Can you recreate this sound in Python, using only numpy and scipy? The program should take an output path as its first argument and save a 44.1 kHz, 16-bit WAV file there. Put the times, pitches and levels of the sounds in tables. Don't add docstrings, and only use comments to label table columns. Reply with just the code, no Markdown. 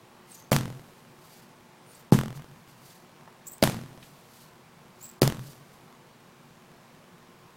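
import sys
import numpy as np
from scipy import signal
from scipy.fft import rfft, irfft
from scipy.io import wavfile
from scipy.ndimage import uniform_filter1d

SR = 44100
rng = np.random.default_rng(int(sys.argv[2]) if len(sys.argv) > 2 else 0)


def generate_wav(sig):
    pcm = np.round(np.clip(np.atleast_2d(sig).T, -1, 1) * 32767).astype(np.int16)
    wavfile.write(sys.argv[1], SR, pcm)


def invert_db(x):
    u = np.asarray(x, float) / 20
    return 10 ** u


N = 333396


def evened(x):
    return x / np.sqrt(np.mean(x ** 2) + 1e-20)


def read(points, hz):
    f, value = np.transpose(points)
    return np.interp(np.log(hz + 1), np.log(f + 1), value)


def add(mix, s, sound):
    part = mix[round(s * SR):][:len(sound)]
    part += sound[:len(part)]


def coloured(x, points):
    hz = np.fft.rfftfreq(len(x), 1 / SR)
    return irfft(rfft(x) * invert_db(read(points, hz)), len(x))


def resonate(x, hz, width):
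    turn = np.exp(2j * np.pi * np.cumsum(hz * np.ones(len(x))) / SR)
    r = np.exp(-np.pi * width / SR)
    return 2 * (turn * signal.lfilter([1 - r], [1, -r], x / turn + 1e-18)).real


def resonate_twice(x, hz, width, second_width):
    return resonate(resonate(x, hz, width), hz, second_width)


def mode(hz, t60, t):
    return -np.sin(2 * np.pi * hz * t) * invert_db(-60 * t / t60)


BLOW_TIMES = [.51764, 2.1227, 3.62635, 5.21895]
# [level_db, slap_pitch_hz, crack_level_db, echo_level_db, echo_ring_hz]
BLOWS = [
    (-20, 560, -9.5, -9.5, 2800),
    (-12, 310, -18, -24, 3900),
    (-19, 860, -7.5, -5.5, 3600),
    (-15, 440, -5.5, -10.5, 4900),
]
# [pitch_hz, level_db, t60_s]
CARCASS_MODES = [
    [(195.6, -7, 0.24), (255.4, -1.5, 0.17), (299, -2, 0.09), (495, -20, 0.47), (680, -14, 0.065)],
    [(181, 5, 0.099), (216, -3.5, 0.29), (250.8, -5, 0.21), (303, -9, 0.069), (372, -7.5, 0.08),
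     (470, -13, 0.15)],
    [(151, 0, 0.11), (215.5, -6.5, 0.34), (260, -6, 0.08), (320, -0.5, 0.11), (362, 0, 0.063),
     (460, -34, 0.18), (590, 3.5, 0.056)],
    [(222, -31, 0.25), (289.5, -11, 0.25), (375, -5.5, 0.089), (548, -10.5, 0.087)],
]
# [tread_knock_hz, tread_over_ring_db, head_ring_hz, cavity_level_db, tail_stretch]
AFTERMATH = [
    (568, 3.5, 7230, 3.5, 1.07),
    (824, -5, 4100, 0, 1.13),
    (646, 6, 4700, -3, 1.37),
    (620, -10, 2150, 3, 1.08),
]
CAVITY_HZ, CAVITY_T60_S, CAVITY_LAG_S, CAVITY_RISE_S = 135.6, 0.21, 0.0064, 0.0055
CRACK_T60_S, ECHO_T60_S, ECHO_DELAY_S = 0.009, 0.017, 0.0112
BITE_HZ, BITE_DB, BITE_T60_S = 4800, -1, 0.0045
UNDER_HZ, UNDER_DB, UNDER_T60_S = 2210, -8.5, 0.0093


def hammer():
    out = np.zeros(N)
    t = np.arange(SR * 3 // 4) / SR
    push = np.hanning(14)
    push /= push.sum()
    air_ring = mode(CAVITY_HZ, CAVITY_T60_S, t) * (1 - np.exp(-t / CAVITY_RISE_S))
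    for s, blow, modes, after in zip(BLOW_TIMES, BLOWS, CARCASS_MODES, AFTERMATH):
        db, slap_hz, crack_db, echo_db, echo_hz = blow
        tread_hz, tread_db, head_hz, cavity_db, stretch = after
        body = sum(invert_db(d) * mode(f, t60, t) for f, d, t60 in modes)
        body += invert_db(8.0) * mode(slap_hz, 0.011, t)
        body += invert_db(tread_db) * mode(tread_hz, 0.048, t)
        add(out, s, invert_db(db) * np.convolve(body, push))
        add(out, s + CAVITY_LAG_S, invert_db(db + cavity_db) * air_ring)
        add(out, s, invert_db(crack_db) * crack(CRACK_T60_S, head_hz, 1.23))
        echo = crack(ECHO_T60_S, echo_hz, 0.28)
        add(out, s + ECHO_DELAY_S, invert_db(echo_db) * echo)
        add(out, s, invert_db(crack_db + BITE_DB) * mode(BITE_HZ, BITE_T60_S, t[:800]))
        add(out, s, invert_db(crack_db + UNDER_DB) * mode(UNDER_HZ, UNDER_T60_S, t[:800]))
        add(out, s, scatter(-24, stretch))
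    return out


# [pitch_hz, level_db]
CRACK_SPECTRUM = [(200, 23), (800, 16.5), (2000, 8.5), (5000, -0.5), (9000, 3.5), (15000, 2.5)]


def crack(t60, hz, spike):
    t = np.arange(1024) / SR
    spray = evened(coloured(rng.standard_normal(len(t)), CRACK_SPECTRUM))
    ring = evened(resonate(spray, hz, 600))
    return (0.5 * spray + 0.25 * ring) * invert_db(-60 * t / t60) - spike * np.exp(-t / 0.00024)


# [pitch_hz, level_db per Hz]
SCATTER_SPECTRUM = [(70, -20), (125, 6), (200, -2.5), (310, -4), (660, -13), (1950, -23.5), (14700, -25.5),
                    (16000, -43)]
# [pitch_hz, t60_s]
SCATTER_DECAY = [(150, 0.43), (400, 0.12), (1000, 0.33), (2500, 0.31), (6000, 0.25), (14000, 0.17)]


def scatter(db, stretch):
    hz, t, z = signal.stft(rng.standard_normal(SR), SR, nperseg=256)
    fade = invert_db(-60 * t / stretch / read(SCATTER_DECAY, hz)[:, None])
    fade += invert_db(-31.5 - 60 * t / 3.04)
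    x = signal.istft(z * fade, SR, nperseg=256)[1]
    x = coloured(x, SCATTER_SPECTRUM)[:SR * 3 // 4]
    rise = 1 - np.exp(-np.arange(len(x)) / SR / 0.0028)
    return invert_db(db) * rise * x / np.std(x[:2000])


# [delay_after_blow_s, pitch_hz, length_s]
HOPS = [
    (.054, 136.2, 0.03),
    (.11, 222.6, .065),
    (.141, 126.2, 0.094),
    (.222, 142, .08),
    (.345, 140, 0.096),
]
HOP_LEVELS = [(-34, -37.5, -39, -42.5, -63), (-37, -39, -37, -35.5, -48), (-48, -38, -39.5, -54, -60),
              (-39, -48.5, -35, -43, -54)]


def hops():
    out = np.zeros(N)
    for s, levels in zip(BLOW_TIMES, HOP_LEVELS):
        for (delay, hz, length), db in zip(HOPS, levels):
            u = np.linspace(0, 1, max(round(length * SR), 2))
            climbing_hz = hz * (1 + 0.052 * (u - 0.5))
            tone = np.sin(2 * np.pi * np.cumsum(climbing_hz) / SR)
            add(out, s + delay, invert_db(db) * tone * np.sin(np.pi * u ** 0.74))
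    return out


# [peak_s, level_db, pitch_hz, second_harmonic_db, fade_t60_s]
SQUEAKS = [(.306, -57.5, 9670, -20, .2), (.322, -53, 8560, -15, .2), (.348, -46, 6750, -3, .12),
           (.39, -57, 6330, -8, 0.34), (1.897, -57.5, 9540, -15, 0.29), (1.948, -53, 7900, -8, 0.059),
           (1.997, -68, 7300, 8, .1), (3.476, -37.5, 7720, -2.5, .12), (3.523, -55, 7500, 9, .16),
           (3.53, -44.5, 8160, -7, 0.13), (5.034, -39, 7720, -4.5, 0.2)]
# [middle_s, level_db, length_s]
SLIDES = [(0.345, -57.5, 0.15), (0.987, -64, 0.035), (1.33, -58, 0.23), (1.95, -59, 0.15),
          (2.367, -55.5, 0.04), (2.703, -61, 0.057), (2.896, -58, 0.21), (4.062, -60, 0.11),
          (4.18, -64, 0.11), (4.378, -57, 0.21), (5.057, -59.5, 0.17), (5.463, -54, 0.16),
          (5.734, -67, 0.098)]
# [pitch_hz, level_db per Hz]
RUB_SPECTRUM = [(1200, -9), (2200, -9), (4000, -3.5), (7000, -4), (10000, -6), (14500, -5), (16000, -14)]
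# [start_s, level_db, pitch_hz, t60_s]
GRIPS = [
    (2.394, -43, 1050, 0.092),
    (3.276, -40, 890, 0.097),
    (4.027, -42, 2530, 0.088),
]
HOLLOW_HZ, HOLLOW_WIDTH_HZ, HOLLOW_DB = 4560, 590, -10.5
GRAIN_DB = 2
TICK_DB, TICK_S = -7, 0.001


def palm():
    out = np.zeros(N)
    for row in SQUEAKS:
        add(out, *squeak(*row))
    clock = np.arange(N) / SR
    strokes = sum(invert_db(db) * np.exp(-(2 * (clock - s) / length) ** 2) for s, db, length in SLIDES)
    skin, hollow, drag = rng.standard_normal((N, 3)).T
    rub = evened(coloured(skin, RUB_SPECTRUM))
    rub += invert_db(HOLLOW_DB) * evened(resonate_twice(hollow, HOLLOW_HZ, HOLLOW_WIDTH_HZ, HOLLOW_WIDTH_HZ))
    grain = evened(uniform_filter1d(uniform_filter1d(drag, 500), 500))
    out += strokes * rub * invert_db(GRAIN_DB * grain)
    t = np.arange(6000) / SR
    for s, db, hz, t60 in GRIPS:
        knock = evened(resonate_twice(rng.standard_normal(len(t)), hz, 0.92 * hz, 1.4 * hz))
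        envelope = invert_db(db - 8 - 60 * t / t60) + invert_db(db + TICK_DB) * np.exp(-t / TICK_S)
        add(out, s, envelope * knock)
    return out


SLIP_DB = 3.2
RISE_SHARE, SNAP = 0.72, 0.54
BLUR_S = 0.09
CLIMB, CLIMB_S, HARD_DB = 0.15, 0.03, -46.5


def squeak(s, db, pitch_hz, octave_db, t60):
    t = np.arange(-2000, 8000) / SR
    hard = min(invert_db(db - HARD_DB), 1)
    from_peak = np.where(t < 0, -t / (RISE_SHARE * (1 - SNAP * hard)), t)
    level_db = db - 60 * from_peak / t60
    hz = pitch_hz * (1 - CLIMB * hard * np.clip(-t / CLIMB_S, 0, 1))
    octave_hz = np.minimum(1.95 * hz, 15700)
    a, b, c, d, slips = rng.standard_normal((len(t), 5)).T
    blur = np.clip(BLUR_S / t60, 0, 1) ** 2
    tone = (1 - 0.29 * blur) * evened(resonate_twice(a, hz, 250, 470))
    tone += blur * evened(resonate_twice(c, hz, 2200, 2200))
    octave = (1 - blur) * evened(resonate_twice(b, octave_hz, 350, 600))
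    octave += blur * evened(resonate_twice(d, octave_hz, 2400, 2400))
    slips = evened(uniform_filter1d(uniform_filter1d(slips, 130), 130))
    grip = evened(invert_db(SLIP_DB * slips))
    sound = invert_db(level_db) * grip * (tone + invert_db(octave_db) * octave)
    return s + t[0], sound * signal.windows.tukey(len(t), 0.08)


# [pitch_hz, level_db per Hz]
TRAFFIC_SPECTRUM = [(15, -40), (25, -32), (74, -40), (135, 4.5), (197, -0.5), (232, -16), (266, -7),
                    (358, -10), (433, -9), (854, -8.5), (1120, -8.5), (1220, -12), (7300, -26.5),
                    (15200, -32), (16500, -26.5)]
TRAFFIC_DB = -55
# [pitch_hz, level_db]
FAN_HUM = [(236.9, -65.5), (360.7, -66.5)]
# [pitch_hz, level_db]
FAN_WHINE = [(470.6, -76), (882.2, -74), (1059.5, -74.5), (2177.8, -87), (2295.8, -82.5), (2414.2, -83)]


def garden():
    frames, hz = N // 256 + 5, np.fft.rfftfreq(1024, 1 / SR)
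    a, b, patches = rng.standard_normal((frames, 513, 3)).T
    patches = evened(uniform_filter1d(uniform_filter1d(patches, 8, 0), 16, 1))
    z = (a + 1j * b) * invert_db(read(TRAFFIC_SPECTRUM, hz)[:, None] + 0.84 * patches)
    out = invert_db(TRAFFIC_DB) * evened(signal.istft(z, nperseg=1024, noverlap=768)[1][:N])
    for orders, width_hz in ((FAN_WHINE, 1.1), (FAN_HUM, 5.8)):
        for f, db in orders:
            out += invert_db(db) * evened(resonate(rng.standard_normal(N), f, width_hz))
    return out


def scene():
    return (hammer() + hops() + palm() + garden())[None]


STALE_SPANS = [(255, 291), (300, 319)]
BLOCK, STALE_LAG = 1024, 2057


def stale_buffer(x):
    n = np.arange(N)
    stale = sum((n % BLOCK >= a) & (n % BLOCK < b) for a, b in STALE_SPANS) * (n >= STALE_LAG)
    return x[:, n - STALE_LAG * stale]


def before_blows(x):
    treble = signal.sosfiltfilt(signal.butter(4, 1700, "high", fs=SR, output="sos"), x)
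    for s, (_, _, crack_db, *_) in zip(BLOW_TIMES, BLOWS):
        hit = round(s * SR)
        lead, end = hit - 220, hit - 20
        start = lead - (lead - 800) % BLOCK
        x[:, start:end] -= treble[:, start:end] * signal.windows.tukey(end - start, 0.15)
        x[:, lead:hit] += invert_db(crack_db - 26) * np.linspace(0.2, 1, 220) * rng.standard_normal(220)
    return x


def top_cut(x):
    return signal.sosfilt(signal.butter(12, 17000, fs=SR, output="sos"), x)


def record(dry):
    x = signal.sosfilt(signal.butter(4, 105, "high", fs=SR, output="sos"), dry)
    x = 0.95 * np.tanh(x / 0.92)
    x = before_blows(stale_buffer(x))
    x = signal.oaconvolve(x, signal.firwin(255, 16070, fs=SR)[None], "same")
    return top_cut(x)


dry = scene()
out = record(dry)
generate_wav(out)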